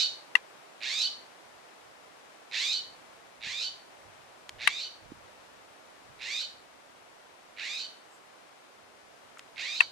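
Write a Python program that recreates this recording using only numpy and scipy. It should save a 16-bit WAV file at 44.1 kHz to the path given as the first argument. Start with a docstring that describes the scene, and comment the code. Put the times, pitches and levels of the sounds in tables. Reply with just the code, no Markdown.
"""Jay scolding by a country road

A jay calls a few metres off: rising, rasping overtones of one gliding pitch, ringing briefly off the verges.
A camera mechanism close to the left microphone clicks as struck case resonances, with noise ticks from its
button and soft sine knocks on the grip. Under it lie distant hush, a faint far hiss and light wind, heard
mostly at the right microphone, all made from filtered noise.
"""
import sys
import numpy as np
from scipy import signal
from scipy.fft import rfft, irfft
from scipy.io import wavfile
from scipy.ndimage import uniform_filter1d

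SR = 44100
rng = np.random.default_rng(int(sys.argv[2]) if len(sys.argv) > 2 else 0)


def wav_record(signal):
    """Record a signal, one row per channel, as 16-bit PCM in the file named by sys.argv[1]."""
    frames = np.transpose(np.atleast_2d(signal))
    bounded = np.clip(frames, -1, 1)
    # unit amplitude maps onto the largest positive 16-bit level
    quanta = np.round(bounded * 32767).astype(np.int16)
    wavfile.write(sys.argv[1], SR, quanta)


N = 437031
TOP_HZ = 14700  # highest frequency of the voice and of the recorder


def undb(db):
    """Decibels to gain."""
    return 10 ** (np.asarray(db) / 20)


def unit(x):
    """Scale to rms 1."""
    return x / np.sqrt(np.mean(x ** 2))


def pan(db):
    """Left and right gains for a left minus right level difference."""
    return undb(np.array([[db], [-db]]) / 2)


def on_log(table, hz):
    """Read (Hz, dB) points on a log-frequency axis."""
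    f, db = np.transpose(table)
    return np.interp(np.log(hz + 1), np.log(f), db)


def colour(x, table):
    """Shape the spectrum of x by (Hz, dB) points."""
    n = x.shape[-1]
    gain = undb(on_log(table, np.fft.rfftfreq(n, 1 / SR)))
    return irfft(rfft(x) * gain, n)


def band(x, hz, width_hz):
    """Resonance with gain 1 at its centre."""
    return signal.lfilter(*signal.iirpeak(hz, hz / width_hz, fs=SR), x)


def walk(n, rate):
    """Smooth random wander, about rate changes a second, spread 1."""
    k = int(SR / rate)
    noise = rng.standard_normal(n + 2 * k)
    smooth = uniform_filter1d(uniform_filter1d(noise, k), k)
    return unit(smooth[k:n + k])


def add(out, sound, s):
    """Mix a sound in at time s."""
    i = int(s * SR)
    a, b = max(i, 0), min(i + sound.shape[-1], N)
    out[..., a:b] += sound[..., a - i:b - i]


# Pitch climb of one call, before stretching: time_s after the onset, share of the top pitch [ratio]
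PITCH_GLIDE = [(0, .25), (.022, .34), (.038, .46), (.06, .574), (.127, .76), (.195, .845), (.22, .935),
               (.252, .98), (.28, 0.99)]
# Resonances of throat and beak: freq_hz, gain_db
THROAT_GAIN = [(500, -33), (1300, -24), (1750, -9), (2400, -3), (3050, -7.5), (3750, 4.5), (4500, -2.5),
               (5200, -8.5), (7100, -13.5), (8800, -27), (10900, -45.5), (13000, -31.5), (15000, -68)]
# Low voice (mostly under 3.2 kHz), thinning as the beak opens: time_s after the onset, gain_db
CHEST_GAIN = [(0, 10), (.13, 4.5), (.23, -11.5)]
# When the early, middle and late levels of a call are reached: time_s after the onset
EFFORT_TIMES = (0.053, 0.15, 0.26)
CLIMB_S = .19  # where the climb gives way to the warbled ending
ATTACK_S, HOLD_END_S, RELEASE_S, END_S = .028, .22, 0.28, 0.29
ONSET_DB, SAG_DB, END_DB = -12, -8, -29  # at the onset, at RELEASE_S and at END_S
CREAK_HZ, CREAK_REST, CREAK_EXTRA, CREAK_FADE_S = 100.4, .15, .55, .03  # the extra depth fades from the onset
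WARBLE_HZ, WARBLE_DEPTH, WARBLE_AT_S, WARBLE_SPAN_S = 75.6, 0.081, 0.2206, .035
EDGE_PEAK_DB, EDGE_AT_S, EDGE_SPAN_S = 2, 0.11, 0.047  # over about 5 kHz: 1 dB down one span from its peak


def call(climb, ending, top_hz, chest_offset_db, effort_db):
    """Syrinx overtones glide up, each fluttering alone; creak chops the start, a warble bends the end, breath rasps."""
    n = int(.36 * SR)
    time_s = np.arange(n) / SR
    # stretched clock: climb and ending run at their own speeds
    climb_end_s = CLIMB_S * climb
    t = np.interp(time_s, [0, climb_end_s, climb_end_s + ending], [0, CLIMB_S, CLIMB_S + 1])
    share = np.interp(t, *np.transpose(PITCH_GLIDE))
    level_db = np.interp(t, [0, ATTACK_S, HOLD_END_S, RELEASE_S, END_S], [ONSET_DB, 0, 0, SAG_DB, END_DB])
    level_db = level_db + np.interp(t, EFFORT_TIMES, effort_db)
    rasp = np.interp(t, (0.087, .2), [0.582, .22])  # the voice clears as it climbs
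    creak = CREAK_REST + CREAK_EXTRA * np.exp(-(t / CREAK_FADE_S) ** 2)
    warble = np.exp(-((t - WARBLE_AT_S) / WARBLE_SPAN_S) ** 2)
    chest_db = np.interp(t, *np.transpose(CHEST_GAIN)) + chest_offset_db
    edge_db = EDGE_PEAK_DB - ((t - EDGE_AT_S) / EDGE_SPAN_S) ** 2

    # creak and warble both run at unsteady rates
    flutter = np.cos(2 * np.pi * np.cumsum(CREAK_HZ * (1 + 0.157 * walk(n, 57.0))) / SR)
    bend = np.sin(2 * np.pi * np.cumsum(WARBLE_HZ * (1 + 0.141 * walk(n, 56.6))) / SR)
    pitch_bend = WARBLE_DEPTH * warble * np.tanh(1.75 * bend)
    hz = top_hz * share * (1 + pitch_bend + 0.0451 * rasp * walk(n, 530))
    phase = 2 * np.pi * np.cumsum(hz) / SR

    tones = np.zeros(n)
    for k in range(1, 18):
        # uneven membranes: higher overtones lose step with the lower ones
        slip = .018 * k ** 3 * np.sqrt(rasp) * walk(n, 400)
        overtone = np.cos(k * phase + 2 * np.pi * rng.random() + slip)
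        tones += overtone * undb(2.5 * walk(n, 166)) * (k * hz < TOP_HZ)
    tones = tones * np.sqrt(share)
    breath = 1.5 * rasp * rng.standard_normal(n)
    voice = colour(unit(tones) + breath, THROAT_GAIN)

    chest = colour(voice, [(2850, 0), (3500, -40)])
    edge = colour(voice, [(4700, -40), (5500, 0)])
    voice = voice + (undb(chest_db) - 1) * chest + (undb(edge_db) - 1) * edge
    # the lungs hold the loudness steady
    voice = voice / np.sqrt(uniform_filter1d(voice ** 2, int(.012 * SR)))
    chop = np.clip(1 - creak + 1.3 * creak * np.maximum(flutter, 0), 0, None)
    return voice * chop * undb(level_db) * (t < END_S)


# The jay's calls: start_s (below 0: already under way), climb_stretch [ratio], ending_stretch [ratio],
# top_pitch_hz, chest_db, early_db, middle_db, late_db, left_minus_right_db
JAY_CALLS = [(-.21, 0.99, 1.02, 1507, -1.5, -27, -26.5, -25, -9),
             (.806, 1, 0.9, 1521, -1, -34.5, -33, -24.5, -6.5),
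             (2.513, 1.008, 0.99, 1519, -2.5, -31.5, -31, -28.5, -5.5),
             (3.409, 1.003, 0.96, 1523, 0.5, -38, -37, -30.5, -5.5),
             (4.586, 1.01, 1.1, 1512, 2.5, -37.5, -39, -34.5, -4.5),
             (6.19, 1.01, .8, 1517, 1, -40, -34, -33, -5.5),
             (7.565, 1.04, 1.13, 1531, 3.5, -38, -37.5, -36, -5.5),
             (9.56, 1, 1.11, 1526, 3, -36.5, -36.5, -36.5, -6)]
VERGE_T60_S, VERGE_DB = 0.36, -3.5


def jay():
    """All calls, straight and by way of the verges: an echo of decaying noise, separate at each microphone."""
    # one second of lead-in holds a call that has already begun
    direct, mono = np.zeros((2, N + SR)), np.zeros(N + SR)
    for s, climb, ending, top_hz, chest_db, *effort_db, pan_db in JAY_CALLS:
        sound = call(climb, ending, top_hz, chest_db, effort_db)
        i = int((s + 1) * SR)
        direct[:, i:i + len(sound)] += (pan(pan_db) * sound)[:, :N + SR - i]
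        mono[i:i + len(sound)] += sound[:N + SR - i]
    t = np.arange(int(.6 * SR)) / SR
    echo = rng.standard_normal((2, len(t))) * undb(-60 * t / VERGE_T60_S) * (t > .012)
    echo = echo * undb(VERGE_DB) / np.sqrt(np.sum(echo ** 2, axis=1, keepdims=True))
    verges = signal.fftconvolve(mono[None], echo)[:, :N + SR]
    return (direct + verges)[:, SR:]


# Camera clicks: start_s, peak_db, left_minus_right_db, rattle_spacing_s, brightness [dB per octave],
# treble_db, pitch_factor set by the grip [ratio], ring_2khz_db
CAMERA_CLICKS = [(0.353, -5, 12, .00108, 2.5, -1, 0.99, 1), (4.6738, -2.5, 8, .0013, 3, 4, 0.97, -0.5),
                 (9.8051, -2.5, 7, 0.001106, 6, -8, 0.944, -9)]
# The latch's blow and its bounces, one row each: left_db, right_db, treble_db
LATCH_BLOWS = [(4, -26, 5), (5.5, 1, -2), (-9, -6, 16), (-17, 2.5, 6)]
# Resonances of the plastic case: freq_hz, left_db, right_db, t60_s
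CASE_MODES = [(487, -36, -8.5, 0.015), (1026, -28, -29, 0.09), (1202, 1.5, -9.5, 0.023),
              (1700, -31, -26.5, 0.092), (2020, 13, -10, 0.015), (2405, -32, -27, 0.11),
              (2742, 10.5, 0, 0.011), (3410, -4, -22, 0.0077), (4130, -13, -7.5, 0.006),
              (5680, -26, -13.5, 0.004), (7200, -17, -16.5, 0.0047), (8600, -13, -21, 0.005),
              (10940, -14, -24, 0.007)]


def clicks():
    """A latch strikes and bounces, ringing the plastic case; a short dull rustle dies after it."""
    out, t = np.zeros((2, N)), np.arange(int(.2 * SR)) / SR
    hz, *mode_db, t60 = np.transpose(CASE_MODES)[:, :, None]
    for s, peak_db, pan_db, spacing, bright_db, top_db, grip, ring_db in CAMERA_CLICKS:
        sound = np.zeros((2, len(t)))
        for k, (*blow_db, treble_db) in enumerate(LATCH_BLOWS):
            age = np.maximum(t - k * spacing, 0)
            ring = np.sin(2 * np.pi * hz * grip * age) * undb(-60 * age / t60)
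            ring = ring * (1 - np.exp(-age / 0.0011))
            tilt_db = bright_db * np.log2(np.minimum(hz, 4200) / 2000)
            tilt_db = tilt_db + (treble_db + top_db) * (hz > 3200)
            tilt_db = tilt_db + ring_db * (np.abs(hz - 2000) < 100)
            for side in range(2):
                uneven_db = 1.8 * rng.standard_normal(hz.shape)
                gain = undb(mode_db[side] + blow_db[side] + tilt_db + uneven_db)
                sound[side] += np.sum(gain * ring, axis=0)
        rustle = unit(band(band(rng.standard_normal(sound.shape), 1600, 2100), 1940, 2900))
        sound += 0.21 * rustle * undb(-60 * t / 0.073) * (1 - np.exp(-t / 0.0035))
        sound = signal.sosfilt(signal.butter(3, 450, "high", fs=SR, output="sos"), sound)
        sound = sound / np.abs(sound).max(axis=1, keepdims=True)
        add(out, sound * pan(pan_db) * undb(peak_db), s)
    return out


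# Dry ticks of the button: start_s, level_db, left_minus_right_db, centre_hz, width_hz
BUTTON_TICKS = [(4.492, -34.5, 1, 2400, 4000), (9.372, -44, 11, 1300, 900), (9.384, -50.5, 0, 6900, 4000),
                (9.393, -39, -1, 2440, 4200)]


def ticks():
    """A few milliseconds of coloured noise each, partly shared by the two microphones."""
    out, t = np.zeros((2, N)), np.arange(int(0.021 * SR)) / SR
    for s, db, pan_db, hz, width_hz in BUTTON_TICKS:
        noise = rng.standard_normal(len(t)) + .5 * rng.standard_normal((2, len(t)))
        burst = unit(band(band(noise, hz, width_hz), hz, width_hz))
        burst = burst * (t / 0.0011) * np.exp(1 - t / 0.0011)
        add(out, pan(pan_db) * undb(db) * burst, s)
    return out


# Soft knocks on the grip: start_s, level_db, pitch_hz, left_minus_right_db
GRIP_KNOCKS = [(3.469, -46, 175, -6), (4.545, -59, 90, -9), (4.574, -53, 90, -6), (5.119, -35, 290, -9)]


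def thumps():
    """A dull sine for each knock, swelling and dying within milliseconds."""
    out, t = np.zeros((2, N)), np.arange(int(.04 * SR)) / SR
    swell = (t / 0.0021) * np.exp(1 - t / 0.0018)
    for s, db, hz, pan_db in GRIP_KNOCKS:
        add(out, pan(pan_db) * undb(db) * np.sin(2 * np.pi * hz * t) * swell, s)
    return out


# Gusts at the microphones: peak_s, level_db, fade_s per 10 dB (negative: goes on growing after peak_s)
WIND_GUSTS = [(1.45, -80, .3), (2.81, -80, 0.5), (3.45, -69, 0.2), (4.05, -70, 0.13), (4.55, -62, 0.12),
              (5.05, -63, 0.2), (5.55, -73, 0.03), (6.11, -74, 0.4), (9.8, -76, -2)]
BREEZE_DB, BREEZE_SWING_DB, GUST_RISE_S = -84.5, 2.5, .04  # a gust rises 10 dB in GUST_RISE_S


def wind():
    """Breeze and gusts: low rumbling noise, partly shared by the microphones and stronger at the right one."""
    t = np.arange(N) / SR
    noise = rng.standard_normal(N) + 0.77 * rng.standard_normal((2, N))
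    rumble = unit(band(band(noise, 86, 130), 87, 133))
    strength = undb(BREEZE_DB + BREEZE_SWING_DB * walk(N, 3.4))
    for s, db, fade in WIND_GUSTS:
        strength = strength + undb(db - 10 * np.maximum((s - t) / GUST_RISE_S, (t - s) / fade))
    return rumble * pan(-15.5) * strength * undb(1.7 * walk(N, 9.7))


# Spectrum of the distant hush: freq_hz, relative level_db per Hz
HUSH_SPECTRUM = [(15, -21), (25, -52.5), (118, -15), (150, -15.5), (186, -11), (318, -5.5), (655, 0),
                 (1030, -2), (9770, -21.5), (13800, -35.5), (15000, -28)]
# Hush at the two microphones: freq_hz, left_minus_right_db
HUSH_SIDES = [(60, 9), (110, -13), (200, -10), (380, -6.5), (690, -4.5), (1280, 3.5), (2350, 6), (4340, 4),
              (8000, 2), (14800, -11.5)]
# Slow course of the hush: time_s, level_db
HUSH_COURSE = [(0.0, -56), (2.5, -57), (5.5, -57.5), (9.91, -58.5)]


def hush():
    """Distant hush: coloured noise, unrelated at the two microphones, its level wandering slightly."""
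    t = np.arange(N) / SR
    noise = colour(rng.standard_normal((2, N)), HUSH_SPECTRUM)
    scale = np.std(band(noise[0], 530, 767))  # the level refers to this band
    sides = []
    for channel, sign in zip(noise, (1, -1)):
        tilt = [(f, sign * db / 2) for f, db in HUSH_SIDES]
        sides.append(colour(channel, tilt))
    level_db = np.interp(t, *np.transpose(HUSH_COURSE)) + 0.35 * walk(N, 3.1)
    return np.array(sides) / scale * undb(level_db)


# One faint far hiss: peak_s, spread_s, centre_hz, width_hz, level_db
FAR_HISS = (8.14, 0.045, 7600, 1000, -66)


def far_hiss():
    """A band of noise that swells and fades once, alike at both microphones."""
    t = np.arange(N) / SR
    s, spread, hz, width_hz, db = FAR_HISS
    noise = unit(band(rng.standard_normal(N), hz, width_hz))
    return noise * undb(db) * np.exp(-((t - s) / spread) ** 2)


def scene():
    """Bird, camera and surroundings."""
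    return jay() + clicks() + ticks() + thumps() + wind() + hush() + far_hiss()


def record(dry):
    """The recorder clips at full scale and cuts the top."""
    top_cut = signal.ellip(10, .2, 80, TOP_HZ, fs=SR, output="sos")
    return signal.sosfilt(top_cut, np.clip(dry, -1, 1))


dry = scene()
out = record(dry)
wav_record(out)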